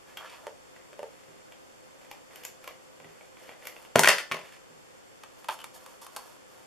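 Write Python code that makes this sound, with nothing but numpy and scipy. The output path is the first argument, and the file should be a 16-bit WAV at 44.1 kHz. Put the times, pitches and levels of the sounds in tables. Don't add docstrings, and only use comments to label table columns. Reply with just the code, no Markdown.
import sys
import numpy as np
from scipy import signal
from scipy.fft import rfft, irfft
from scipy.io import wavfile
from scipy.ndimage import uniform_filter1d, map_coordinates

SR = 44100
rng = np.random.default_rng(int(sys.argv[2]) if len(sys.argv) > 2 else 0)


def int16_out(signal):
    q = np.round(np.clip(np.atleast_2d(signal).T, -1, 1) * 32767)
    wavfile.write(sys.argv[1], SR, q.astype(np.int16))


N = 294011

# t/s, level/dB, bass/dB, ring f/Hz
TAPS = [(.468, 7.5, 2.5, 915), (.9303, -3.5, 0, 2510), (.9922, 0.5, 9, 2850), (1.03, 2, 9, 910)]
# f/Hz, level/dB
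TAP_COLOUR = [(80, -41), (220, -24), (350, -19), (450, -5), (540, 0.5), (700, -8.5), (1000, -13.5),
              (1500, -13.5), (2900, -20), (4500, -27.5), (9000, -32), (14000, -38)]
TAP_SCUFF_S, TAP_TREBLE_DB, TAP_RING_DB = 0.00096, 2, 8.5

# t/s, level/dB, treble/dB, ring f/Hz
CLICKS = [(.763, -17.5, -5, 1930), (1.522, -15, -2, 3320), (2.047, -20, -4, 2000), (2.1133, -5.5, 2.5, 825),
          (2.358, -13.5, 11.5, 3060), (2.436, -14, 9, 3000), (2.45, -3.5, 11.5, 7100),
          (2.642, -12, 4.5, 1350), (2.6762, -2, 1, 1100), (3.001, -15.5, -10, 525), (3.045, -15, -11, 1940),
          (3.21, -18, -13, 2250), (3.492, -10, -14, 2050), (3.654, -9, 5, 525), (3.6705, -3, 10, 2050),
          (3.765, -13, -10, 2660), (3.85, -15, -4.5, 3000)]
# f/Hz, level/dB
CLICK_COLOUR = [(100, -19.5), (300, -12), (550, -3), (1000, -7), (1700, -5), (2400, -2), (3200, -6.5),
                (4200, -13), (6500, -16), (9000, -23.5), (12500, -13.5), (15000, -22)]
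CLICK_SCUFF_0_S, CLICK_BASS_0_DB, CLICK_RING_DB = 0.0014, 2.5, 10
CLICK_BASS_LOSS_DB_PER_DB, PEEL_STRETCH_DB_PER_DB = 0.5, 0.13
LEAD_IN_S, LEAD_IN_DB = .004, -16
# t/s, level/dB, bass/dB, treble/dB, scuff time/s, ring f/Hz, ring/dB
SQUEAK = (.1712, -4.5, 0, 3.5, .0028, 3180, 15)

# start t/s, end t/s, level/dB
ROLLS = [(.738, 1.398, -71), (1.978, 2.078, -66.5), (2.281, 2.475, -60.5), (2.599, 2.71, -61.5),
         (2.986, 3.34, -70.5), (3.363, 3.54, -59), (3.578, 3.73, -58.5)]
SPOOL_HZ, SPOOL_HISS_DB, HOLLOW_HZ, HOLLOW_DB = 2030, -7, 540, -1.5
GEAR_TICKS_PER_S, GEAR_TICK_DB, GEAR_SPREAD_DB, GEAR_TREBLE_DB = 16, 41.5, 1.5, -6

# t/s, level/dB, bass/dB, treble/dB, ring f/Hz
CLATTER = [(3.9562, 8.5, 11.5, -17, 1100), (3.9584, 15, 12, 1.5, 1464), (3.985, 9, -5.5, -6, 1530),
           (3.993, 16, 2.5, 10.5, 910), (4.0342, 16.5, -9, 2, 1520), (4.0443, 18, -4.5, -6, 1600),
           (4.0559, 12.5, -12.5, 1, 2280), (4.074, 20.5, -2, -1, 1930), (4.0857, 13.5, -11, 10, 5000),
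           (4.3138, 7, -6.5, -10, 1097), (4.3196, 7.5, -6, -4.5, 2340)]
# f/Hz, level/dB
CLATTER_COLOUR = [(50, -40), (90, -24), (130, -14), (250, -10.5), (370, -4.5), (520, -0.5), (900, 0),
                  (1200, -2), (1500, -2.5), (1900, -2), (2600, -3), (4000, -8), (5200, -11.5), (8500, -14),
                  (12500, -16.5), (15000, -21.5)]
CLATTER_SCUFF_0_S, CLATTER_RING_DB, GLANCE_DB_PER_DB = .0012, 10.5, 0.54
# first t/s, first level/dB, bass/dB, time between rebounds/s
CHATTERS = [(4.0887, 20.5, -5, .012), (4.182, 8, -19, .009), (4.343, -1.5, 3.5, .023)]
CHATTER_FALL_DB, CHATTER_SCUFF_S, CHATTER_TREBLE_DB = 5, 0.0034, -3
CHATTER_RING_HZ, CHATTER_RING_DB = 590, 7.5
# f/Hz, level/dB, t60/s
CASE_MODES = [(530, -6, 0.14), (884, -15.5, .25), (884, -18, 0.24), (1000, -8, 0.17), (1082, -8, 0.19),
              (1472, -6, 0.22), (1598, -7, 0.2), (1780, -12, 0.43), (1966, -11.5, .3), (1900, -8.5, 0.23),
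              (2048, -6, 0.22), (2080, -3.5, 0.083), (2310, -8.5, 0.22), (2504, -12.5, 0.426),
              (2670, -7.5, 0.25)]

# t/s, level/dB, crispness/dB, ring f/Hz
SNAPS = [(5.2351, -3.5, -7, 6500), (5.4438, -7, -4, 850), (5.4854, 3.5, -1.5, 970), (5.6416, -1, 1.5, 2250),
         (5.8616, -10, 2.5, 1144), (6.0655, -8.5, 3, 1110), (6.163, -0.5, 6, 4500), (6.168, -2, 3, 845)]
# f/Hz, level/dB
SNAP_COLOUR = [(100, -40), (300, -16.5), (550, -10.5), (850, -2), (1150, 0.5), (1800, -11), (3000, -9),
               (4200, -12.5), (6500, -17), (10000, -15), (13000, -16.5), (15000, -25)]
SNAP_SCUFF_S, SNAP_RING_DB, SNAP_BASS_DB_PER_CRISP_DB = 0.0018, 9.5, 0.54
FLAP_S, FLAP_DB, FLAP_GAP_S, FLAP_FALL_DB = 5.4888, 10, 0.0091, 5
FLAP_BASS_DB, FLAP_TREBLE_DB, FLAP_SCUFF_S, FLAP_RING_HZ, FLAP_RING_DB = 0.5, -20, 0.0016, 880, 7.5
CREAK_S, CREAK_DB, CREAK_GAP_S, CREAK_FALL_DB = 5.5885, -7.5, .0125, .3
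CREAK_BASS_DB, CREAK_TREBLE_DB, CREAK_SCUFF_S, CREAK_RING_HZ, CREAK_RING_DB = -9, -3, .004, 3020, 11.5

# start t/s, end t/s, level/dB, rub resonance f/Hz
SLIDES = [(.059, .15, -58.5, 1980), (.15, 0.292, -47.5, 1350), (.239, 0.388, -52.5, 2700),
          (0.279, 0.517, -56, 1110), (4.405, 4.599, -56.5, 2260)]
SLIDE_HISS_DB = -66.5
# start t/s, end t/s, level/dB
BRUSHES = [(3.707, 3.9, -61.5), (5.338, 5.478, -65.5), (5.478, 5.56, -50.5), (5.73, 5.789, -56),
           (5.766, 6.004, -61), (6.008, 6.056, -52), (6.059, 6.4, -57.5), (6.455, 6.686, -65.5)]
BOX_HZ, BRUSH_REF_S, BRUSH_HISS_DB, BRISK_DB_PER_HALVING = 1160, 0.11, 0.5, 2
# f/Hz, level/dB
FIBRE_HISS = [(1500, -33), (3000, 2), (5000, 0), (8000, -0.5), (12500, 1), (15000, -7)]

# t/s, level/dB
BUMPS = [(1.283, -64.5), (3.006, -66), (3.049, -61.5), (3.9571, -33.5), (4.312, -51), (4.701, -65.5)]
# f/Hz, level/dB, t60/s
TABLE_MODES = [(119.3, -7.5, 0.27), (126.8, -1.5, 0.19), (160.6, 2.5, 0.3), (244, 5, 0.2), (362, 2.5, 0.14),
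               (400, 3.5, 0.23)]

# f/Hz, level/dB
FLOOR = [(25, -18), (110, -9), (200, -10), (380, -5), (650, -6), (1000, -7.5), (1600, -10.5), (3200, -14.5),
         (4600, -17), (7400, -17.5), (9000, -21.5), (13500, -26), (15500, -40)]
FLOOR_MID_DB = -58
# f/Hz, side re middle/dB
FLOOR_WIDTH = [(60, 0), (130, 9), (290, 9.5), (640, 5.5), (1410, 3), (3100, 1), (6820, 0), (15000, 0)]
# f/Hz, width/Hz, level/dB
DRONES = [(521.2, 19, -64.5), (7500, 230, -71.5)]

# f/Hz, t60/s
ROOM_T60 = [(100, 0.23), (500, 0.32), (2000, 0.23), (5000, 0.32), (12000, 0.21)]
# f/Hz, likeness 0-1
ROOM_LIKENESS = [(100, 1), (1000, 0.78), (2500, 0.55), (5000, .3), (12000, 0.05)]
# delay/s, level/dB
ECHOES = [(.0085, -13.5), (0.01, -5)]

# f/Hz, full width at 1/e of the dB depth/Hz, level/dB
BAND_DIPS = [(3950, 260, -14), (7930, 170, -20)]
# f/Hz, level/dB
TOP_END = [(13000, -0.5), (14200, -5.5), (15200, -18), (16000, -28)]
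BAND_EDGE_HZ = 16200

BLOW_FFT_SAMPLES = 4096
BLOW_HZ = np.fft.rfftfreq(BLOW_FFT_SAMPLES, 1 / SR)


def runner_taps():
    strikes = [(s, db, bass, TAP_TREBLE_DB, TAP_SCUFF_S, hz, TAP_RING_DB) for s, db, bass, hz in TAPS]
    return room(blows(strikes, TAP_COLOUR), wet_db=-3, echo_db=1, pan_db=-0.8, linger=0.76)


def runner_clicks():
    ticks = []
    for s, db, treble, hz in CLICKS + gear_ticks():
        bass = CLICK_BASS_0_DB - CLICK_BASS_LOSS_DB_PER_DB * treble
        scuff_s = CLICK_SCUFF_0_S * amp(PEEL_STRETCH_DB_PER_DB * treble)
        ticks.append((s, db, bass, treble, scuff_s, hz, CLICK_RING_DB))
    lead_ins = [(s - LEAD_IN_S, db + LEAD_IN_DB, *tone) for s, db, *tone in ticks]
    strikes = ticks + lead_ins + [SQUEAK]
    return room(blows(strikes, CLICK_COLOUR), wet_db=-1.5, echo_db=-7.0, pan_db=-.2)


def gear_ticks(count=24):
    ticks = []
    for start, end, db in ROLLS:
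        times = start + np.cumsum(rng.exponential(1, count)) / GEAR_TICKS_PER_S
        levels = db + GEAR_TICK_DB + GEAR_SPREAD_DB * rng.standard_normal(count)
        ticks += [(s, level, GEAR_TREBLE_DB, SPOOL_HZ) for s, level in zip(times, levels) if s < end]
    return ticks


def runner_drop(ring_db=-51):
    hits = blows(tumble(), CLATTER_COLOUR)
    t = np.arange(SR // 2) / SR
    ring = sum(amp(db - 60 * t / t60) * np.cos(2 * np.pi * hz * t) for hz, db, t60 in CASE_MODES)
    ringing = hits + amp(ring_db) * signal.fftconvolve(hits, ring)[:N]
    return room(ringing, wet_db=-2.5, echo_db=-12, pan_db=1.2, lag_s=.000017)


def tumble():
    contacts = []
    for s, db, bass, treble, hz in CLATTER:
        scuff_s = CLATTER_SCUFF_0_S * amp(-GLANCE_DB_PER_DB * bass)
        contacts.append((s, db, bass, treble, scuff_s, hz, CLATTER_RING_DB))
    for start, first_db, bass, gap_s in CHATTERS:
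        tone = (bass, CHATTER_TREBLE_DB, CHATTER_SCUFF_S, CHATTER_RING_HZ, CHATTER_RING_DB)
        contacts += [(s, db, *tone) for s, db in rebounds(start, first_db, gap_s, CHATTER_FALL_DB, count=5)]
    return contacts


def card_snaps():
    snaps = [(s, db, SNAP_BASS_DB_PER_CRISP_DB * crisp, crisp, SNAP_SCUFF_S, hz, SNAP_RING_DB)
             for s, db, crisp, hz in SNAPS]
    flap_tone = (FLAP_BASS_DB, FLAP_TREBLE_DB, FLAP_SCUFF_S, FLAP_RING_HZ, FLAP_RING_DB)
    flutter = [(s, db, *flap_tone) for s, db in rebounds(FLAP_S, FLAP_DB, FLAP_GAP_S, FLAP_FALL_DB, count=4)]
    creak_tone = (CREAK_BASS_DB, CREAK_TREBLE_DB, CREAK_SCUFF_S, CREAK_RING_HZ, CREAK_RING_DB)
    creak = [(s, db, *creak_tone)
             for s, db in rebounds(CREAK_S, CREAK_DB, CREAK_GAP_S, CREAK_FALL_DB, count=3)]
    return room(blows(snaps + flutter + creak, SNAP_COLOUR), wet_db=-4, echo_db=-6.0, pan_db=-.2, linger=0.86)


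def rubbing(resonance_q=1.94):
    out = np.zeros(N)
    for start, end, rub_db, hz, hiss_db in strokes():
        n = round((end - start) * SR)
        grains = slips(n, per_s=9000, spread_db=2.5)
        rub = signal.lfilter(*signal.iirpeak(hz, resonance_q, SR), grains)
        rub = shaped(rub, [(100, -32), (450, 9.5), (3200, -4.0), (7000, -5.5)])
        hiss = shaped(grains, FIBRE_HISS)
        stroke = amp(rub_db) * unit(rub) + amp(hiss_db) * unit(hiss)
        add(out, start, stroke * signal.windows.tukey(n, .6))
    return room(out, wet_db=-3.0, echo_db=-12, pan_db=-1.0)


def strokes():
    rows = []
    for start, end, db in ROLLS:
        for hz, part_db in [(SPOOL_HZ, 0), (HOLLOW_HZ, HOLLOW_DB)]:
            rows.append((start, end, db + part_db, hz, db + part_db + SPOOL_HISS_DB))
    rows += [(*slide, SLIDE_HISS_DB) for slide in SLIDES]
    for start, end, db in BRUSHES:
        brisk_db = BRISK_DB_PER_HALVING * np.log2(BRUSH_REF_S / (end - start))
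        rows.append((start, end, db, BOX_HZ, db + BRUSH_HISS_DB + brisk_db))
    return rows


def slips(n, per_s, spread_db, clump_db=3.0, clump_s=0.0054):
    size = amp(spread_db * np.minimum(rng.exponential(1, n), 4))
    knots = rng.standard_normal(256)
    grip = amp(clump_db * np.interp(np.arange(n) / SR / clump_s, np.arange(len(knots)), knots))
    kicks = rng.standard_normal(n) * (rng.random(n) < per_s / SR)
    return unit(grip * size * kicks)


def table_thuds(contact_s=0.00028):
    out, t = np.zeros(N), np.arange(SR // 2) / SR
    thud = sum(amp(db - 60 * t / t60) * np.sin(2 * np.pi * hz * t) for hz, db, t60 in TABLE_MODES)
    onset = 1 - np.exp(-t / contact_s)
    for s, db in BUMPS:
        add(out, s, amp(db) * thud * onset)
    out = signal.sosfilt(signal.butter(3, 105, "highpass", fs=SR, output="sos"), out)
    return room(out, wet_db=-6.0, echo_db=-26, pan_db=-4.5)


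def background():
    mid, side = shaped(rng.standard_normal((2, N)), FLOOR)
    mid, side = unit(mid), shaped(unit(side), FLOOR_WIDTH)
    air = amp(FLOOR_MID_DB) * np.array([mid + side, mid - side])
    for hz, width_hz, db in DRONES:
        band = signal.lfilter(*signal.iirpeak(hz, hz / width_hz, SR), rng.standard_normal(N))
        air += amp(db) * unit(band)
    return air


def blow(colour, level_db, bass_db, treble_db, scuff_s, ring_hz, ring_db, ring_width=0.094, rise=0.34):
    t = np.arange(BLOW_FFT_SAMPLES) / SR / scuff_s
    force = rfft(rng.standard_normal(BLOW_FFT_SAMPLES) * np.exp(-t) * (1 - np.exp(-t / rise)))
    force = force / np.sqrt(uniform_filter1d(abs(force) ** 2, size=40) + 1e-9)
    tilt_db = read([(750, bass_db), (1400, 0), (3200, 0), (7500, treble_db)], BLOW_HZ)
    patch = 1 + (amp(ring_db) - 1) / (1 + (2 * (BLOW_HZ / ring_hz - 1) / ring_width) ** 2)
    body = causal(amp(level_db + read(colour, BLOW_HZ) + tilt_db) * patch)
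    return irfft(force * body)[:BLOW_FFT_SAMPLES // 2]


def blows(rows, colour):
    out = np.zeros(N)
    for s, *strike in rows:
        add(out, s, blow(colour, *strike))
    return out


def rebounds(s, level_db, gap_s, fall_db, count):
    return [(s + k * gap_s, level_db - k * fall_db) for k in range(count)]


def room(x, wet_db, echo_db, pan_db, lag_s=0, linger=1, echo_top_hz=1100):
    hz, t, z = signal.stft(rng.standard_normal((2, SR * 3 // 4)), SR, nperseg=256)
    decay = amp(-60 * t / linger / read(ROOM_T60, hz)[:, None])
    tail = signal.istft(z * decay, SR, nperseg=256)[1]
    tail = tail * np.clip(np.arange(tail.shape[1]) / SR / 0.0016, 0, 1)
    response = amp(wet_db) * pair(tail / np.linalg.norm(tail[0]), ROOM_LIKENESS)
    echoes = np.zeros(tail.shape[1])
    for delay_s, db in ECHOES:
        echoes[round(delay_s * SR)] += amp(db + echo_db)
    response += signal.lfilter(*signal.butter(1, echo_top_hz, fs=SR), echoes)
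    response[:, 0] += 1
    left, right = signal.fftconvolve(x[None], response, axes=1)[:, :N]
    right = map_coordinates(right, [np.arange(N) - lag_s * SR], order=3)
    return np.array([left * amp(pan_db / 2), right * amp(-pan_db / 2)])


def pair(two, likeness):
    n = two.shape[-1]
    same = np.clip(read(likeness, np.fft.rfftfreq(n, 1 / SR)), 0, 1)
    mid, side = rfft(two) * np.sqrt([(1 + same) / 2, (1 - same) / 2])
    return irfft(np.array([mid + side, mid - side]), n)


def causal(gain):
    log_gain = np.log(np.maximum(gain, 1e-6))
    circle = np.concatenate([log_gain, log_gain[-2:0:-1]])
    return np.exp(np.conj(signal.hilbert(circle)))[:len(gain)]


def shaped(x, points):
    n = x.shape[-1]
    return irfft(rfft(x) * amp(read(points, np.fft.rfftfreq(n, 1 / SR))), n)


def read(points, hz):
    f, value = np.transpose(points)
    return np.interp(np.log(hz + 1), np.log(f + 1), value)


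def add(mix, s, sound):
    part = mix[max(round(s * SR), 0):][:len(sound)]
    part += sound[:len(part)]


def amp(db):
    return 10 ** (np.asarray(db) / 20)


def unit(x):
    return x / np.sqrt(np.mean(x ** 2) + 1e-20)


def scene():
    runner = runner_taps() + runner_clicks() + runner_drop()
    return runner + card_snaps() + rubbing() + table_thuds() + background()


def record(dry):
    hz = np.fft.rfftfreq(N, 1 / SR)
    dips_db = sum(db * np.exp(-(2 * (hz - f) / width_hz) ** 2) for f, width_hz, db in BAND_DIPS)
    colour_db = read(TOP_END, hz) + dips_db
    clipped = np.clip(irfft(rfft(dry) * amp(colour_db), N), -1, 1)
    lowpass = signal.firwin(255, BAND_EDGE_HZ, window=("kaiser", 9), fs=SR)
    return signal.oaconvolve(clipped, lowpass[None], "same")


dry = scene()
out = record(dry)
int16_out(out)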